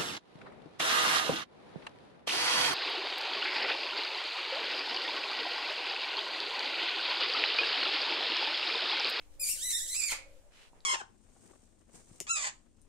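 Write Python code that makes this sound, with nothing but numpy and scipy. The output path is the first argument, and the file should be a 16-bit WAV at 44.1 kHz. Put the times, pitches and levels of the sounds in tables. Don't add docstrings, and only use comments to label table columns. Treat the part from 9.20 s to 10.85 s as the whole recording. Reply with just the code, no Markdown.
import sys
import numpy as np
from scipy import signal
from scipy.io import wavfile
from scipy.ndimage import uniform_filter1d, minimum_filter1d

SR = 44100
rng = np.random.default_rng(int(sys.argv[2]) if len(sys.argv) > 2 else 0)


def log_audio(samples):
    frames = np.atleast_2d(samples).T
    limited = np.clip(frames, -1, 1)
    pcm = np.round(limited * 32767).astype(np.int16)
    wavfile.write(sys.argv[1], SR, pcm)


def makeup_ratio(level_db):
    decades = np.asarray(level_db, float) / 20
    return 10 ** decades


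N = 72765

# (frequency [Hz], level [dB per Hz])
AIR_COLOUR = [(53, -50), (90, -19.5), (381, -16), (600, -16), (1000, -23), (4500, -34.5), (7800, -27.5),
              (11000, -35), (15500, -101)]
# (frequency [Hz], likeness [-1 to 1])
EAR_LIKENESS = [(60, 0.031), (240, 0.77), (950, 0.2), (3770, 0.02), (15000, -0.2)]
# (frequency [Hz], left over right [dB])
EAR_BALANCE = [(60, 4.5), (240, -2.5), (950, -1), (3770, -2), (15000, 4.5)]
# (time [s], level [dB])
RUMBLE_LEVEL = [(0, -54.5), (.2, -54), (1.05, -54.5), (1.22, -55.5), (1.3, -61.5), (1.65, -62.5)]
# (frequency [Hz], level [dB])
RUMBLE_COLOUR = [(15, 6), (30, 1.5), (45, -9.5), (70, -8.5), (120, -20.5), (300, -45)]
# (time [s], pitch [Hz], level [dB])
DRONE_PATH = [(0, 550, -97), (.2, 544.7, -71), (.35, 540, -72), (.5, 550, -75.5), (1.0, 529.2, -73.5),
              (1.1, 560, -60), (1.2, 540, -69.5), (1.27, 591, -69.5), (1.36, 498, -83)]
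# (start [s], length [s], level [dB], brightness [dB per octave])
RUG_SCUFFS = [
    (-.03, 0.11, -74, 9.5),
    (0.085, 0.11, -80, 14.5),
    (1.042, 0.2, -78.5, 12.5),
    (1.305, 0.2, -65, 7.5),
    (1.634, 0.13, -66, 8),
    (1.531, 0.081, -81.5, -2.5),
]
# (frequency [Hz], level [dB per Hz])
RUG_COLOUR = [(200, -7), (400, 4), (1200, 1), (2800, -4), (5000, -18.5), (9000, -31), (15000, -52)]
# (time [s], level [dB], pitch [Hz], time to fall 60 dB [s])
KNOCKS = [
    (0.014, -57, 2440, 0.019),
    (.015, -64, 1500, .008),
    (0.335, -48, 234, 0.018),
    (1.529, -59.5, 264, 0.049),
    (1.532, -55.5, 865, 0.034),
    (1.6053, -51.5, 4330, 0.0074),
]
# (frequency [Hz], time to fall 60 dB [s])
ROOM_RING = [(300, 0.24), (1000, 0.34), (2300, 0.3), (4000, 0.28), (8000, 0.23), (14000, 0.17)]
# (time [s], pitch [Hz], effort [dB], roughness [0-1],
# half-pitch share [0-1], brightness [dB per octave], treble left over right [dB])
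FIRST_SURGE = [
    (.197, 2430, -41, 0.08, 0, 2, 8),
    (.212, 2515, -33.5, 0.21, 0.13, 5.5, -1),
    (.238, 2360, -32.5, 0.16, 0, 0.5, 3.5),
    (.254, 2300, -40, .75, 0.66, 0.5, 4.5),
    (.275, 2284, -37, .7, 0, 3, 0),
    (.29, 2450, -33, 0.54, 0.3, 2, 2.5),
    (.302, 2830, -32.5, .4, 0.5, 3, 5),
    (.33, 2700, -36.5, 0.54, .1, 3.5, -4.5),
    (.35, 2300, -48.5, 0.72, 0.4, -2, 16.5),
]
SECOND_SURGE = [
    (0.383, 1454, -46, 0.52, 0.11, 1, 0),
    (0.4, 1510, -44.5, 0.55, .02, 1, 0.0046),
    (0.437, 1957, -35.5, 0.24, .02, 1, 0.012),
    (0.467, 2047, -35.5, 0.18, 0.54, 0.78, 0.014),
    (0.491, 1938, -35, 0.23, 0.3, 0.14, 0),
    (0.514, 2136, -35.5, 0.71, 0.44, 0.056, 0.006),
    (0.53, 1808, -34, 0.14, 0.013, 0.26, 0),
    (0.558, 1828, -34, 0.1, 0.027, 0.17, 0.0046),
    (.572, 2016, -33.5, 0.11, 0.043, 0.2, 0),
]
SAGGING_PART = [
    (.588, 1817, -37.5, 0.62, 0.036, 0.31, 0),
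    (0.609, 1726, -40, 0.46, 0.025, 1, 0),
    (0.643, 2005, -40.5, 0.23, 0.024, 1, 0),
    (.652, 1899, -43, .25, 0.022, 1, 0),
    (0.672, 1555, -46.5, 0.75, 0.05, 1, 0),
    (0.69, 1869, -40, 0.57, 0.0523, 1, 0.015),
    (0.716, 2114, -38, 0.24, 0.05, 1, 0),
    (.738, 1980, -37, 0.45, 0.061, 0.15, 0),
]
THIRD_SURGE = [
    (.75, 2401, -35, .45, 0.87, -1, -2),
    (0.781, 2675, -34.5, .15, 0.34, -1, -6),
    (0.817, 2397, -36.5, 0.51, .45, -2.5, 1),
    (.84, 2420, -33.5, 0.27, 0.42, -6, -10.5),
    (.866, 2340, -37, 0.21, 0.41, -1.5, 4.5),
    (.89, 2211, -38, 0.61, 0.094, -4, -6),
    (0.909, 2156, -37.5, 0.59, 1, -5, 2.5),
    (0.921, 2316, -32.5, 0.87, 0.37, -7, 0.5),
    (0.951, 2115, -47.5, 0.75, .1, -16.5, -8),
]
# (frequency [Hz], level [dB])
THROAT_COLOUR = [(400, -39.5), (1100, -24), (2300, -7), (3400, -3), (5600, -6.5), (7500, 0), (10000, -4.5),
                 (15000, -20.5)]
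# (time [s], boost [dB])
MOUTH_RING = [(.2, 0.5), (.3, -1), (.45, 1.5), (.55, 1), (.65, 5.5), (.74, 5.5), (.78, 7), (.86, -5),
              (.93, -1.5)]
# (frequency [Hz], left over right [dB])
PORT_BALANCE = [(1000, -5), (2500, -3.5), (5000, -3), (7300, -9.5), (8500, 7), (10000, 7.5), (14000, 3)]
# (frequency [Hz], left leads by [radians])
PORT_PHASE = [(1000, -0.89), (2500, -0.93), (5000, -0.96), (7300, -1.68), (10000, -1.53), (14000, -1.6)]


def evened(x):
    return x / np.sqrt(np.mean(x ** 2) + 1e-20)


def read(points, hz):
    f, value = np.transpose(points)
    return np.interp(np.log(hz + 1), np.log(f + 1), value)


def curves(rows, t):
    cols = np.transpose(rows)
    return [np.interp(t, cols[0], c) for c in cols[1:]]


def hiss(gain, size=1024):
    hop = size // 4
    hz = np.fft.rfftfreq(size, 1 / SR)[:, None]
    t = np.arange(N // hop + 5) * hop / SR
    a, b, c, d = rng.standard_normal((len(t), len(hz), 4)).T
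    shared, own = a + 1j * b, c + 1j * d
    same = np.clip(read(EAR_LIKENESS, hz), -1, 1)
    side = makeup_ratio(read(EAR_BALANCE, hz) / 2)
    right = (same * shared + np.sqrt(1 - same ** 2) * own) / side
    z = np.array([side * shared, right])
    return signal.istft(z * gain(hz, t), nperseg=size, noverlap=size - hop)[1][:, :N]


def background():
    t = np.arange(N) / SR
    air = makeup_ratio(-68.5) * evened(hiss(lambda hz, s: makeup_ratio(read(AIR_COLOUR, hz))))
    shake = evened(hiss(lambda hz, s: makeup_ratio(read(RUMBLE_COLOUR, hz)), size=4096))
    rumble = makeup_ratio(curves(RUMBLE_LEVEL, t)[0]) * shake
    hum_hz, hum_db, hum_end_s = 300.8, -73, 1.288
    hum = makeup_ratio(hum_db) * np.sin(2 * np.pi * hum_hz * t) * np.clip((hum_end_s - t) / 0.15, 0, 1)
    hz, db = curves(DRONE_PATH, t)
    drone_width_hz = 57
    r = np.exp(-np.pi * drone_width_hz / SR)
    noise = rng.standard_normal(N) + 1j * rng.standard_normal(N)
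    fuzz = signal.lfilter([1], np.convolve([1, -r], [1, -r]), noise)
    drone = makeup_ratio(db) * evened((fuzz * np.exp(2j * np.pi * np.cumsum(hz) / SR)).real)
    return air + rumble + (hum + drone) * makeup_ratio(np.array([[-2.], [2.]]))


def scuffs():
    def gain(hz, t):
        flicker = makeup_ratio(2 * rng.standard_normal((len(t), 1)).T)
        power = 0
        for start, long, db, tilt_db in RUG_SCUFFS:
            swell = np.sin(np.pi * np.clip((t - start) / long, 0, 1)) ** 0.68
            power = power + (makeup_ratio(db + tilt_db * np.log2((hz + 1) / 3000)) * swell) ** 2
        shape = makeup_ratio(read(RUG_COLOUR, hz))
        return flicker * np.sqrt(power) * shape / np.sqrt(np.sum(shape ** 2))
    return hiss(gain, size=256) * makeup_ratio(11.5)


def taps():
    out, t = np.zeros(N + 4000), np.arange(4000) / SR
    for s, db, hz, t60 in KNOCKS:
        ring = sum(np.sin(2 * np.pi * hz * k * t) for k in (.93, 1.05))
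        rise = np.minimum(t * hz / 1.05, 1)
        out[round(s * SR):][:4000] += ring * rise * makeup_ratio(db - 60 * t / t60)
    return out[:N]


def room(x):
    echoes = np.zeros((2, SR // 2))
    slots = np.arange(130, SR // 2 - 20, 20)
    at = slots + rng.integers(0, 20, (2, len(slots)))
    np.put_along_axis(echoes, at, rng.choice([-1., 1.], at.shape), 1)
    hz, t, z = signal.stft(echoes, SR, nperseg=256)
    tail = signal.istft(z * makeup_ratio(-60 * t / read(ROOM_RING, hz)[:, None]), SR, nperseg=256)[1]
    return signal.fftconvolve(x, tail / np.linalg.norm(tail[0]), axes=1)[:, :N]


def fold_tone(turns, rough, half):
    t = np.arange(N) / SR
    flutter_db, break_up = 2.6, 1.6
    slow_noise = uniform_filter1d(rng.standard_normal((42, N // 64 + 2)), size=3, axis=1)
    flutter = makeup_ratio(flutter_db * evened(slow_noise))
    flutter = [np.interp(t, np.arange(len(row)) * 64 / SR, row) for row in flutter]
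    flutter = np.reshape(flutter, (21, 2, N)) ** (1 + break_up * rough)
    hz = curves(FIRST_SURGE + SECOND_SURGE + SAGGING_PART + THIRD_SURGE, t)[0]
    folds = 0
    for k in range(1, 21):
        share = half ** 3 if k % 2 else 1
        wave = np.cos(np.pi * k * (turns + .13 * k))
        folds = folds + flutter[k] * wave * share * (k * hz < SR * .8)
    return folds


def breath_puffs(turns, half, air):
    rasp_hz, grit_db = 3700, -2
    puffs = (.5 + np.exp(-(turns % 1) / 0.26)) * air
    treble = signal.butter(4, rasp_hz, "high", fs=SR, output="sos")
    return signal.sosfilt(treble, puffs) + makeup_ratio(grit_db) * np.sqrt(half) * puffs


def yip():
    rows, t = FIRST_SURGE + SECOND_SURGE + SAGGING_PART + THIRD_SURGE, np.arange(N) / SR
    hz, effort_db, rough, half = curves(rows, t)[:4]
    rough, half = np.clip(rough, 0, 1), np.clip(half, 0, 1)
    slow, fast, *air = rng.standard_normal((4, N))
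    air = np.array([air[0], .6 * air[0] + .8 * air[1]])
    slow = evened(uniform_filter1d(uniform_filter1d(slow, size=150), size=150))
    fast = evened(uniform_filter1d(fast, size=40))
    wobble, wander, jitter = 0.006, 0.05, 0.11
    unsteady = (wobble + wander * rough ** 2) * slow + jitter * rough ** 2 * fast
    turns = np.cumsum(hz * (1 + unsteady)) / SR
    tone = np.sqrt(1 - rough ** 2) * evened(fold_tone(turns, rough, half))
    rasp_db = 4
    drive = tone + makeup_ratio(rasp_db) * rough * evened(breath_puffs(turns, half, air))

    f, frame, z = signal.stft(drive, SR, nperseg=256, noverlap=192)
    bright_db, pan_db = curves(rows, frame)[4:]
    f = f[:, None]
    mouth_hz, mouth_width_hz, top_hz = 7680, 400, 8000
    ring_db = curves(MOUTH_RING, frame)[0] * np.exp(-((f - mouth_hz) / mouth_width_hz) ** 2)
    octaves = np.log2(np.maximum(f, 900) / 5000) + np.log2(np.maximum(f / top_hz, 1))
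    colour = makeup_ratio(read(THROAT_COLOUR, f) + ring_db + bright_db * octaves)
    colour = colour / np.sqrt(np.mean(colour ** 2, axis=0))
    lean_db = (read(PORT_BALANCE, f) + pan_db * (f > 4200)) / 2
    left = z[0] * colour * makeup_ratio(lean_db) * np.exp(1j * read(PORT_PHASE, f))
    right = z[1] * colour / makeup_ratio(lean_db)
    voice = signal.istft(np.array([left, right]), SR, nperseg=256, noverlap=192)[1][:, :N]
    onset_s, release_s = 0.0013, 0.006
    fade_in = np.clip((t - rows[0][0]) / onset_s + 1, 0, 1)
    fade_out = np.clip((rows[-1][0] - t) / release_s + 1, 0, 1)
    return voice * makeup_ratio(effort_db) * fade_in * fade_out


def cough():
    start_s, level_db, t60_s = .917, -43, 0.11
    thud_db, spit_db = -19, -4.5
    t, air = np.arange(N) / SR - start_s, rng.standard_normal((3, N))

    def band(noise, hz, wide):
        sos = signal.butter(2, [hz / wide, hz * wide], "band", fs=SR, output="sos")
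        return evened(signal.sosfilt(sos, noise))

    throat, thud = band(air[0], 1060, 2), band(air[1], 315, 1.3)
    spit = band(air[2], 9200 * 1.3, 1.25) * makeup_ratio(level_db + spit_db) * np.exp(-(t / 0.016) ** 2)
    fall = makeup_ratio(level_db - 60 * np.maximum(t - .008, 0) / t60_s)
    return spit + (throat + makeup_ratio(thud_db) * thud) * np.clip(t / 0.002, 0, 1) * fall


def scene():
    call, knocks = yip() + cough(), taps() * np.ones((2, 1))
    direct_db, call_room_db, knock_room_db = -1, -4, -7
    echo = room(makeup_ratio(call_room_db) * call + makeup_ratio(knock_room_db) * knocks)
    return makeup_ratio(direct_db) * call + knocks + echo + scuffs() + background()


def roll_off(x):
    return signal.sosfilt(signal.butter(12, 15830, fs=SR, output="sos"), x)


def record(dry):
    mask_db, reach_hz, cut_db = -19, 750, -20
    low_hz, high_hz, edge_hz = 2100, 14000, 15650
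    hz, t, z = signal.stft(dry, SR, nperseg=1024, noverlap=512)
    power = uniform_filter1d(abs(z) ** 2, size=7, axis=1)
    loud = -minimum_filter1d(-power, size=round(2 * reach_hz / hz[1]), axis=1)
    gone = (power < loud * makeup_ratio(2 * mask_db)) & ((hz > low_hz) & (hz < high_hz))[:, None]
    gone = uniform_filter1d(1. * gone, size=7, axis=1) > .3
    z = z * np.where(gone, makeup_ratio(cut_db), 1) * (hz < edge_hz)[:, None]
    kept = signal.istft(z, SR, nperseg=1024, noverlap=512)[1][:, :N]
    return roll_off(kept)


dry = scene()
out = record(dry)
log_audio(out)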